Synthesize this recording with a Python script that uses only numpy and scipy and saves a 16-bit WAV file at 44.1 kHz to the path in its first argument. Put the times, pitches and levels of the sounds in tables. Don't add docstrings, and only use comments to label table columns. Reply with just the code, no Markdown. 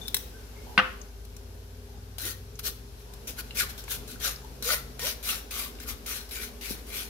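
import sys
import numpy as np
from scipy import signal
from scipy.fft import rfft, irfft, next_fast_len
from scipy.io import wavfile
from scipy.ndimage import uniform_filter1d, map_coordinates

SR = 44100
rng = np.random.default_rng(int(sys.argv[2]) if len(sys.argv) > 2 else 0)


def store_pcm(level_fs):
    pcm = np.round(np.clip(level_fs, -1, 1) * 32767).astype(np.int16)
    wavfile.write(sys.argv[1], SR, np.atleast_2d(pcm).T)


def nominal_scale(level):
    x = np.asarray(level, float) / 20
    return 10 ** x


N = 312669


def unit(x):
    return x / np.sqrt(np.mean(x ** 2) + 1e-20)


def along(points, hz):
    f, v = np.transpose(points)
    return np.interp(np.log(hz + 1), np.log(f + 1), v)


def held(rows):
    s, *cols = np.transpose(rows)
    return [np.interp(np.arange(N) / SR, s, c) for c in cols]


def curves(tables, silent_db=-120):
    t = np.arange(N) / SR
    out = np.full((len(tables[0][0]) - 1, N), float(silent_db))
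    for rows in tables:
        s, *cols = np.transpose(rows)
        inside = (t >= s[0]) & (t <= s[-1])
        out[:, inside] = [np.interp(t[inside], s, c) for c in cols]
    return out


def wobble(rate):
    knots = rng.standard_normal(int(N * rate / SR) + 4)
    return map_coordinates(knots, [np.arange(N) * rate / SR])


def filtered(x, response):
    m = next_fast_len(N + SR // 2)
    return irfft(rfft(x, m) * response(np.fft.rfftfreq(m, 1 / SR)), m)[..., :N]


def resonances(modes):
    def mode(f, k, centre, width, db):
        return (-1) ** k * nominal_scale(db) * 1j * f * width / (centre * centre - f * f + 1j * f * width)
    return lambda f: sum(mode(f, k, *row) for k, row in enumerate(modes))


def add(track, s, sound):
    part = track[round(s * SR):][:len(sound)]
    part += sound[:len(part)]


def burst(t60):
    t = np.arange(SR // 4) / SR
    return nominal_scale(-60 * t / max(t60, .001)) * rng.standard_normal(len(t))


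HUM_HZ = (53.3, 69, 244, 401, 425, 505)
# level_db, unsteadiness_db
HUM = [(-41.5, 0.6), (-51, .6), (-62, 2.5), (-61.5, 1), (-65, 5), (-69.5, 3.5)]


def appliance():
    t = np.arange(N) / SR
    out = np.zeros(N)
    for hz, (db, sway_db) in zip(HUM_HZ, HUM):
        level = nominal_scale(db + 3.0 + sway_db * wobble(4.9))
        out += level * np.sin(2 * np.pi * hz * t + 0.8 * sway_db * wobble(4))
    return out


# time_s, shaft_hz
SHAFT = [(0, 19), (.7, 20.6), (1.5, 22), (2.4, 23.6), (2.9, 24.2), (5.1, 26.5), (5.3, 26.7)]
# time_s, order_5_db, order_4_relative_db
VEHICLE = [(0, -53, -6), (.7, -54, -12), (.95, -65, 4), (1.5, -59.5, 11.5), (2.4, -54, 6),
           (2.75, -53.5, -5), (2.95, -56, -4), (4.2, -55, -5), (5.05, -51.5, -16), (5.25, -86, -6)]
ORDERS_HEARD = (4, 5, 7, 8)


def vehicle():
    (shaft_hz,), (engine_db, fourth_db) = held(SHAFT), held(VEHICLE)
    turns = 2 * np.pi * np.cumsum(shaft_hz) / SR
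    levels = [engine_db + rel_db for rel_db in (fourth_db, 0, -10.5, -12.5)]
    return sum(nominal_scale(db + 3.5 + 1.24 * wobble(8.4)) * np.sin(order * turns)
               for order, db in zip(ORDERS_HEARD, levels))


# pitch_hz, likeness (-1 to 1)
ALIKE = [(60, 0.64), (240, 1), (950, -0.092), (3770, -0.028), (15000, -0.042)]


def rush(spectrum, patchy_db):
    z = signal.stft(rng.standard_normal((2, N + 512)), nperseg=512)[2]
    field = uniform_filter1d(uniform_filter1d(rng.standard_normal(z.shape[1:]), 6, 0), 12, 1)
    pair = signal.istft(z * nominal_scale(patchy_db * unit(field)), nperseg=512)[1][:, :N]

    def split(hz):
        turn = np.arccos(np.clip(along(ALIKE, hz), -1, 1)) / 2
        return nominal_scale(along(spectrum, hz)) * [np.cos(turn), np.sin(turn)]

    mid, side = filtered(pair, split)
    return unit(np.array([mid + side, mid - side]))


# time_s, hiss_db
AIR = [(0.0, -49), (.35, -52.5), (.83, -51), (1.14, -55.5), (2.4, -55), (3.0, -54), (3.7, -49.5),
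       (4.45, -52), (5.15, -51.5), (6.6, -51.5), (7.09, -51)]
# pitch_hz, density_db
RUMBLE = [(24, -33.5), (40, -1), (59, -2), (76, -5.5), (157, -20.5), (237, -12.5), (289, -17), (343, -22),
          (407, -12.5), (462, -16.5), (651, -26.5), (890, -32.5), (1200, -53), (1560, -54), (2640, -120)]
# pitch_hz, density_db
HISS = [(470, -8.5), (800, -6), (1330, -11), (1510, -8), (1890, -13.5), (2500, -12.5), (4200, -12.5),
        (4650, -13), (5480, -12), (8330, -19.5), (9330, -19), (11400, -14), (15300, -20.5), (16500, -42)]


def air():
    hiss_db, = held(AIR)
    rumble_db = hiss_db + 5 - 0.4 * wobble(1.357)
    return nominal_scale(rumble_db) * rush(RUMBLE, patchy_db=2.5) + nominal_scale(hiss_db) * rush(HISS, patchy_db=0.64)


# start_s, peak_db, pitch_hz, t60_s
CLINKS = [
    (0.0144, -44, 3564, 0.2),
    (0.0554, -42, 3540, 0.1),
    (0.0817, -39, 3520, 0.07),
]


def cup():
    out, t = np.zeros(N), np.arange(SR // 4) / SR
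    for s, db, hz, t60 in CLINKS:
        ring = np.sin(2 * np.pi * hz * t) + 0.18 * np.sin(2 * np.pi * hz * 1.77 * t)
        add(out, s, nominal_scale(db + 5.5 - 60 * t / t60) * (1 - np.exp(-t / 0.00062)) * ring)
    return out * (0.87 + 0.35 * wobble(258))


# start_s, peak_db, t60_s
SNAPS = [
    (0.074, -32, 0.017),
    (0.0812, -22, 0.035),
    (0.1445, -6.5, 0.031),
    (0.1673, -15, 0.029),
]
# pitch_hz, density_db
SNAP_COLOUR = [(350, -58), (600, -25), (1290, -10.5), (3040, -10.5), (3780, 0.5), (4500, -12), (5950, -4),
               (6640, -12.5), (9110, -6.5), (16000, -5.5)]


def snaps():
    out = np.zeros(N)
    for s, db, t60 in SNAPS:
        add(out, s, nominal_scale(db + 5) * burst(0.0081))
        add(out, s, nominal_scale(db - 8.0) * burst(t60))
    return filtered(out, lambda hz: nominal_scale(along(SNAP_COLOUR, hz)))


def whine(rows, width_hz, steady):
    out = np.zeros(N)
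    for s, length, from_hz, to_hz, db in rows:
        u = np.linspace(0, 1, round(length * SR))
        phase = 2 * np.pi * np.cumsum(from_hz + (to_hz - from_hz) * u) / SR
        add(out, s, nominal_scale(db + 10) * np.sin(np.pi * u ** 0.46) * np.sin(phase))
    return out * (steady + wobble(width_hz))


# start_s, length_s, from_hz, to_hz, level_db
FAR = [(.33, 0.1, 1557, 1570, -68), (.55, 0.071, 2210, 2160, -63.5), (.655, 0.11, 850, 845, -58.5),
       (1.85, 0.15, 735, 843, -66.5), (3.05, 0.12, 900, 983, -66.5), (4.42, 0.079, 906, 940, -61)]


def creaks():
    return whine(FAR, width_hz=260, steady=.3)


# start_s, peak_db, crack_relative_db
KNOCK = [
    (.7772, -6, -30),
    (.7792, -17.5, -12),
    (.7885, -10.5, -28),
    (.7945, -20, -37),
    (.798, -13.5, -30),
    (.812, -42, -34),
]
# pitch_hz, level_db, t60_s
KNOCK_MODES = [(201.8, -21, 0.214), (253, -9, 0.65), (361.5, 2, 0.18), (516.7, 4.5, 0.24), (696, 11, 0.11),
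               (798, 3.5, 0.17), (906, -6, 0.268), (1176, 4, 0.36), (1300, 4, 0.42)]
# pitch_hz, width_hz, level_db
HOLLOW = [(201.3, 130, -4.5), (1410, 570, 2.5), (2860, 640, 0.45), (3320, 550, -1), (4950, 1100, -11),
          (5940, 490, -12)]


def knocking():
    blows, out, t = np.zeros(N), np.zeros(N), np.arange(SR // 2) / SR
    for s, db, crack_db in KNOCK:
        add(blows, s, nominal_scale(db + 22.5) * np.hanning(5))
        add(blows, s, nominal_scale(db + 10.0) * burst(0.026))
        add(out, s, nominal_scale(db + crack_db) * burst(0.011))
        ring = sum(nominal_scale(level + rng.normal(0, 1) - 60 * t / t60) * np.sin(2 * np.pi * hz * t)
                   for hz, level, t60 in KNOCK_MODES)
        add(out, s, nominal_scale(db - 30.5) * ring)
    return out + filtered(blows, lambda hz: resonances(HOLLOW)(hz) ** 2)


# start_s, peak_db, pitch_hz, width_hz
TICKS = [(1.015, -38, 6150, 1190), (2.555, -41, 5870, 1200), (5.787, -40, 3000, 900),
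         (3.508, -30.5, 3030, 1300), (3.88, -33.5, 1420, 1487), (4.36, -36.5, 4870, 1500)]


def ticks():
    out, size = np.zeros(N), SR // 4
    f = np.arange(size // 2 + 1) * SR / size
    for s, db, hz, width_hz in TICKS:
        tick = irfft(rfft(burst(0.013)) * resonances([(hz, width_hz, 0)])(f) ** 2, size)
        add(out, s, nominal_scale(db + 14) * tick)
    return out


# start_s, peak_db, frame_relative_db
TOUCHES = [(1.251, -20, -17), (1.366, -15.5, -15.5), (2.1832, -8, -13), (2.593, -21, -5),
           (3.1367, -18, -10), (3.275, -36, -17), (3.783, -28, -20), (3.8398, -20.5, -5), (4.077, -35, -12),
           (4.2016, -20, -6), (4.4458, -20, -18), (4.6244, -3, -21), (4.9093, -29, -14), (4.994, -12.5, -1),
           (5.2264, -34, -14), (5.5094, -29, -16), (5.7533, -35, 5), (5.8003, -33.5, 11),
           (6.0641, -11, -17), (6.613, -29, -7)]
# pitch_hz, density_db
MESH = [(1470, -9), (2500, -67), (2710, -13), (3090, -6.5), (4140, 0), (4970, -5.5), (5380, -1),
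        (7920, -8.5), (12300, -0.5), (15000, -4), (15700, -2), (16100, -45), (16500, -65)]


def touches():
    spit, knock = np.zeros(N), np.zeros(N)
    for s, db, frame_db in TOUCHES:
        add(spit, s, nominal_scale(db - 10.5) * burst(0.018))
        add(knock, s, nominal_scale(db + frame_db) * burst(0.0052))
    spit = filtered(spit, lambda hz: nominal_scale(along(MESH, hz) - 4.5))
    return spit + filtered(knock, resonances([(1800, 4800, 0)]))


USUAL_DB = -32.5
# start_s, rise_s, lift_off_s, rasp_db, frame_relative_db
STROKES = [(2.183, 0.095, .085, -36, -9.5), (2.59, 0.0029, 0.022, -39, -7),
           (3.134, .003, 0.0315, -56, -15.5), (3.271, 0.004, 0.085, -38.5, -9.5),
           (3.778, 0.0055, 0.06, -44, -9), (4.076, 0.048, .07, -48.5, -7.5),
           (4.625, 0.078, 0.12, -28, -9.5), (4.992, 0.082, 0.1, -33.5, -6.5),
           (5.227, 0.07, 0.15, -33, -7.5), (5.508, 0.1, .13, -37, -6), (5.801, 0.021, 0.075, -49, -3),
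           (6.06, 0.058, 0.16, -37, -5.5), (6.29, .004, 0.03, -49.5, -16), (6.31, 0.13, 0.092, -43, -4.5),
           (6.61, 0.073, 0.19, -44, -2.5)]
# start_s, rise_s, lift_off_s, rasp_db, frame_relative_db
SWEEPS = [(2.63, 0.036, 0.067, -32, -13), (2.96, 0.038, 0.07, -62, -2), (3.366, 0.038, 0.017, -38.5, -5.5),
          (3.546, 0.058, 0.072, -30, -4.5), (3.685, 0.017, .045, -43.5, -8),
          (3.877, 0.049, 0.083, -35.5, -8.5), (4.197, 0.057, 0.12, -33, -4.5),
          (5.86, 0.035, 0.071, -38, -8), (6.385, 0.048, 0.078, -38.5, -7.5),
          (6.675, 0.047, 0.058, -39.5, -10), (6.864, 0.13, 0.13, -38, -6.5)]


def pressure():
    rasp_db, frame_db, t = np.full(N, -120.), np.zeros(N), np.arange(N) / SR
    strokes = []
    for row in STROKES:
        landing_db = -41 + 0.22 * (row[3] - USUAL_DB)
        strokes.append((*row, min(row[3], landing_db), 1.9))
    for row in SWEEPS:
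        strokes.append((*row, row[3] - 20.5, 0.75))
    for s, rise, lift, db, rel_db, entry_db, curve in strokes:
        span = slice(round(s * SR), round((s + rise + 2 * lift) * SR))
        since = t[span] - s
        swell = np.sin(np.pi / 2 * np.clip(since / rise, 0, 1)) ** curve
        lift_db = 32.5 * np.clip((since - rise) / lift, 0, None) ** 1.85
        level_db = entry_db + (db - entry_db) * swell - lift_db
        frame_db[span] = np.where(level_db > rasp_db[span], rel_db, frame_db[span])
        rasp_db[span] = np.maximum(level_db, rasp_db[span])
    return rasp_db, frame_db


# start_s, length_s, from_hz, to_hz, buzz_db
BUZZ = [(2.225, 0.064, 247, 435, -50.5), (4.237, 0.05, 654, 502, -55), (4.65, 0.0535, 416.7, 579, -44.5),
        (4.706, 0.047, 640.6, 571, -42), (5.02, 0.066, 400.4, 727, -45.5), (5.312, 0.033, 758, 735, -57.5)]


def crossing():
    passes = []
    for s, length, from_hz, to_hz, top_db in BUZZ:
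        edge_db = top_db - 7
        passes.append([(s, from_hz, edge_db),
                       (s + length / 3, (2 * from_hz + to_hz) / 3, top_db),
                       (s + 2 * length / 3, (from_hz + 2 * to_hz) / 3, top_db),
                       (s + length, to_hz, edge_db)])
    hz, db = curves(passes)
    phase = 2 * np.pi * np.cumsum(np.maximum(hz, 0) * (1 + .025 * wobble(150))) / SR
    unsteady_db = 1.5 * wobble(90)
    return phase, uniform_filter1d(nominal_scale(db + 10.5 + unsteady_db), size=600)


def plucking(phase, strength):
    plucks = (rng.random(N) < 5000 / SR) * nominal_scale(3.2 * rng.standard_normal(N))
    grit = (unit(plucks) + 0.93) * nominal_scale(0.215 * wobble(300) + 1.15 * wobble(60))
    grit = grit * (1 + np.clip(strength / nominal_scale(-34), 0, .9) * np.cos(phase))
    return grit * rng.standard_normal((3, N))


# pitch_hz, width_hz, level_db
FRAME = [(1330, 83, -3), (1900, 95, 6), (2500, 980, 3)]
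# time_s, nearness to the ring (0 to 1)
SPOT = [(2.2, 0.8), (2.65, 1), (3.29, .05), (3.4, 0.4), (3.62, 0.5), (3.93, 1), (4.27, 0.62), (4.7, 0.46),
        (5.05, 0.26), (5.3, 0.27), (5.6, 0.35), (5.9, 0.44), (6.12, 0.55), (6.4, 0.32), (6.7, 0.13),
        (7.0, 0)]


def scraping(phase, strength):
    rasp_db, frame_db = pressure()
    near = np.clip(held(SPOT)[0], 0, 1)
    contact_hz = 2500 - 860 * near + 11 * (rasp_db - USUAL_DB) + 123 * wobble(12)
    shake = plucking(phase, strength)
    hz, t, z = signal.stft(shake, SR, nperseg=512)

    patches = uniform_filter1d(uniform_filter1d(rng.standard_normal(z.shape[1:]), 5, 0), 9, 1)
    colour = nominal_scale(along(MESH, hz)[:, None] + 3.0 * unit(patches))
    rasp = unit(signal.istft(z * colour, SR, nperseg=512)[1][:, :N])

    ring = unit(filtered(shake, lambda f: resonances(FRAME)(f) * (1j * f / (900 + 1j * f)) ** 2))

    seconds = np.arange(N) / SR
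    centre = np.interp(t, seconds, np.maximum(contact_hz, 900))
    width = 300 + 352 * np.interp(t, seconds, 1 - near) ** 2
    contact = z / (1 + ((hz[:, None] - centre) / width) ** 2)
    contact = unit(signal.istft(contact, SR, nperseg=512)[1][:, :N])

    press = uniform_filter1d(nominal_scale(rasp_db), size=64)
    body = uniform_filter1d(nominal_scale(rasp_db + frame_db), size=64)
    return press * rasp * nominal_scale(2.0) + body * unit(0.83 * near * ring + 0.69 * contact) * nominal_scale(1.5)


def buzzing(phase, strength):
    return strength * (np.sin(phase) + nominal_scale(-24.5) * np.sin(2 * phase) + nominal_scale(-28) * np.sin(3 * phase))


# start_s, length_s, from_hz, to_hz, level_db
SINGING = [(2.23, 0.11, 1927, 1900, -49.5), (2.68, 0.023, 1310, 1330, -53),
           (3.38, 0.042, 1560, 1310, -49.5), (3.57, 0.058, 2500, 1680, -37), (3.595, 0.063, 1750, 940, -39),
           (4.155, 0.018, 1490, 1490, -51), (4.24, 0.089, 1495, 1043, -47), (4.688, 0.052, 1330, 1357, -38),
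           (4.69, 0.0336, 1950, 2049, -39.5), (4.72, 0.05, 1440, 1460, -45.5),
           (4.735, 0.036, 1900, 1990, -39), (5.0, 0.043, 1870, 1814, -47), (5.0, 0.088, 925, 1060, -50.5),
           (5.06, 0.024, 2800, 3120, -49), (5.27, 0.098, 1233, 1317, -44), (5.28, 0.055, 2912, 2500, -36.5),
           (5.51, 0.22, 1247, 1038, -51.5), (6.07, 0.1, 1290, 1221, -52), (6.35, 0.14, 1525, 1476, -57),
           (5.85, 0.12, 1275, 1240, -53), (6.34, 0.17, 2360, 2284, -51), (6.61, 0.18, 2330, 2380, -59),
           (6.9, 0.133, 2220, 2470, -51)]


def singing():
    return whine(SINGING, width_hz=380, steady=0.6)


# start_s, peak_db, pitch_hz
PLOP = [
    (6.708, -27.5, 224),
]


def plop():
    out, t = np.zeros(N), np.arange(SR // 4) / SR
    for s, db, hz in PLOP:
        add(out, s, nominal_scale(db + 13 - 60 * t / 0.012) * (1 - np.exp(-t / 0.0012)) * np.sin(2 * np.pi * hz * t))
    return out


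# pitch_hz, t60_s
KITCHEN = [(200, 0.51), (1500, 0.4), (5000, 0.41), (12000, 0.34)]


def kitchen(x):
    out, step = np.zeros((2, N + SR)), SR // 4
    for start in range(0, N, step):
        part = x[start:start + step]
        if np.abs(part).max() > 1e-5:
            hz, t, z = signal.stft(rng.standard_normal((2, SR // 3)), SR, nperseg=256)
            decay = nominal_scale(-60 * t / along(KITCHEN, hz)[:, None])
            tail = signal.istft(z * decay, SR, nperseg=256)[1]
            answer = signal.fftconvolve(part[None], tail / np.linalg.norm(tail[0]), axes=1)
            out[:, start + SR // 200:][:, :answer.shape[1]] += answer
    return out[:, :N]


def worktop(pair):
    span_s, total_db = .006, -1.5
    shape = (2, round(span_s * SR))
    echoes = rng.standard_normal(shape) * (rng.random(shape) < .06)
    echoes = np.diff(uniform_filter1d(echoes, size=3), n=1, prepend=0) + echoes / 2
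    echoes = nominal_scale(total_db) * echoes / np.linalg.norm(echoes, axis=1, keepdims=True)
    return (pair + signal.oaconvolve(pair, echoes, axes=1)[:, :N]) / np.hypot(1, nominal_scale(total_db))


def placed(x, lead_s, wet_db, left_db, apart=0):
    sides = np.array([[1], [-1]])
    direct = filtered(x, lambda hz: np.exp(1j * np.pi * hz * lead_s * sides))
    return nominal_scale(left_db / 2 * sides) * (worktop(direct) + apart) + nominal_scale(wet_db) * kitchen(x)


def scene():
    background = appliance() + vehicle() + air()
    shelf = placed(cup() + snaps() + ticks() + plop(), lead_s=0.0001, wet_db=-9.0, left_db=2)
    far = placed(creaks(), lead_s=0, wet_db=0.0, left_db=-4.0)
    knock = placed(knocking(), lead_s=-.00004, wet_db=-9.5, left_db=-.5)
    wires = crossing()
    common, *alone = scraping(*wires)
    spoon = common + buzzing(*wires) + touches() + singing()
    apart = nominal_scale(3.0) * filtered(np.array(alone), lambda hz: 1j * hz / (2000 + 1j * hz))
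    strainer = nominal_scale(-4) * placed(spoon, lead_s=.0001, wet_db=-7.0, left_db=1.05, apart=apart)
    return strainer + shelf + knock + far + background


def low_pass(x):
    return signal.sosfilt(signal.butter(12, 16970, fs=SR, output="sos"), x)


# pitch_hz, left_over_right_db
LEFT_LOUDER = [(60, 2), (180, 1.5), (550, -0.5), (1650, 2.5), (4970, 4), (15000, 3.5)]


def record(dry):
    sides = np.array([[1], [-1]])
    x = filtered(dry, lambda hz: (1j * hz / (30 + 1j * hz)) ** 4 * nominal_scale(along(LEFT_LOUDER, hz) / 2 * sides))
    x = x / (1 + np.abs(x / 1.1) ** 4) ** (1 / 4)
    x = filtered(x, lambda hz: 1 / (1 + (hz / 15850) ** 80))
    return low_pass(x)


dry = scene()
out = record(dry)
store_pcm(out)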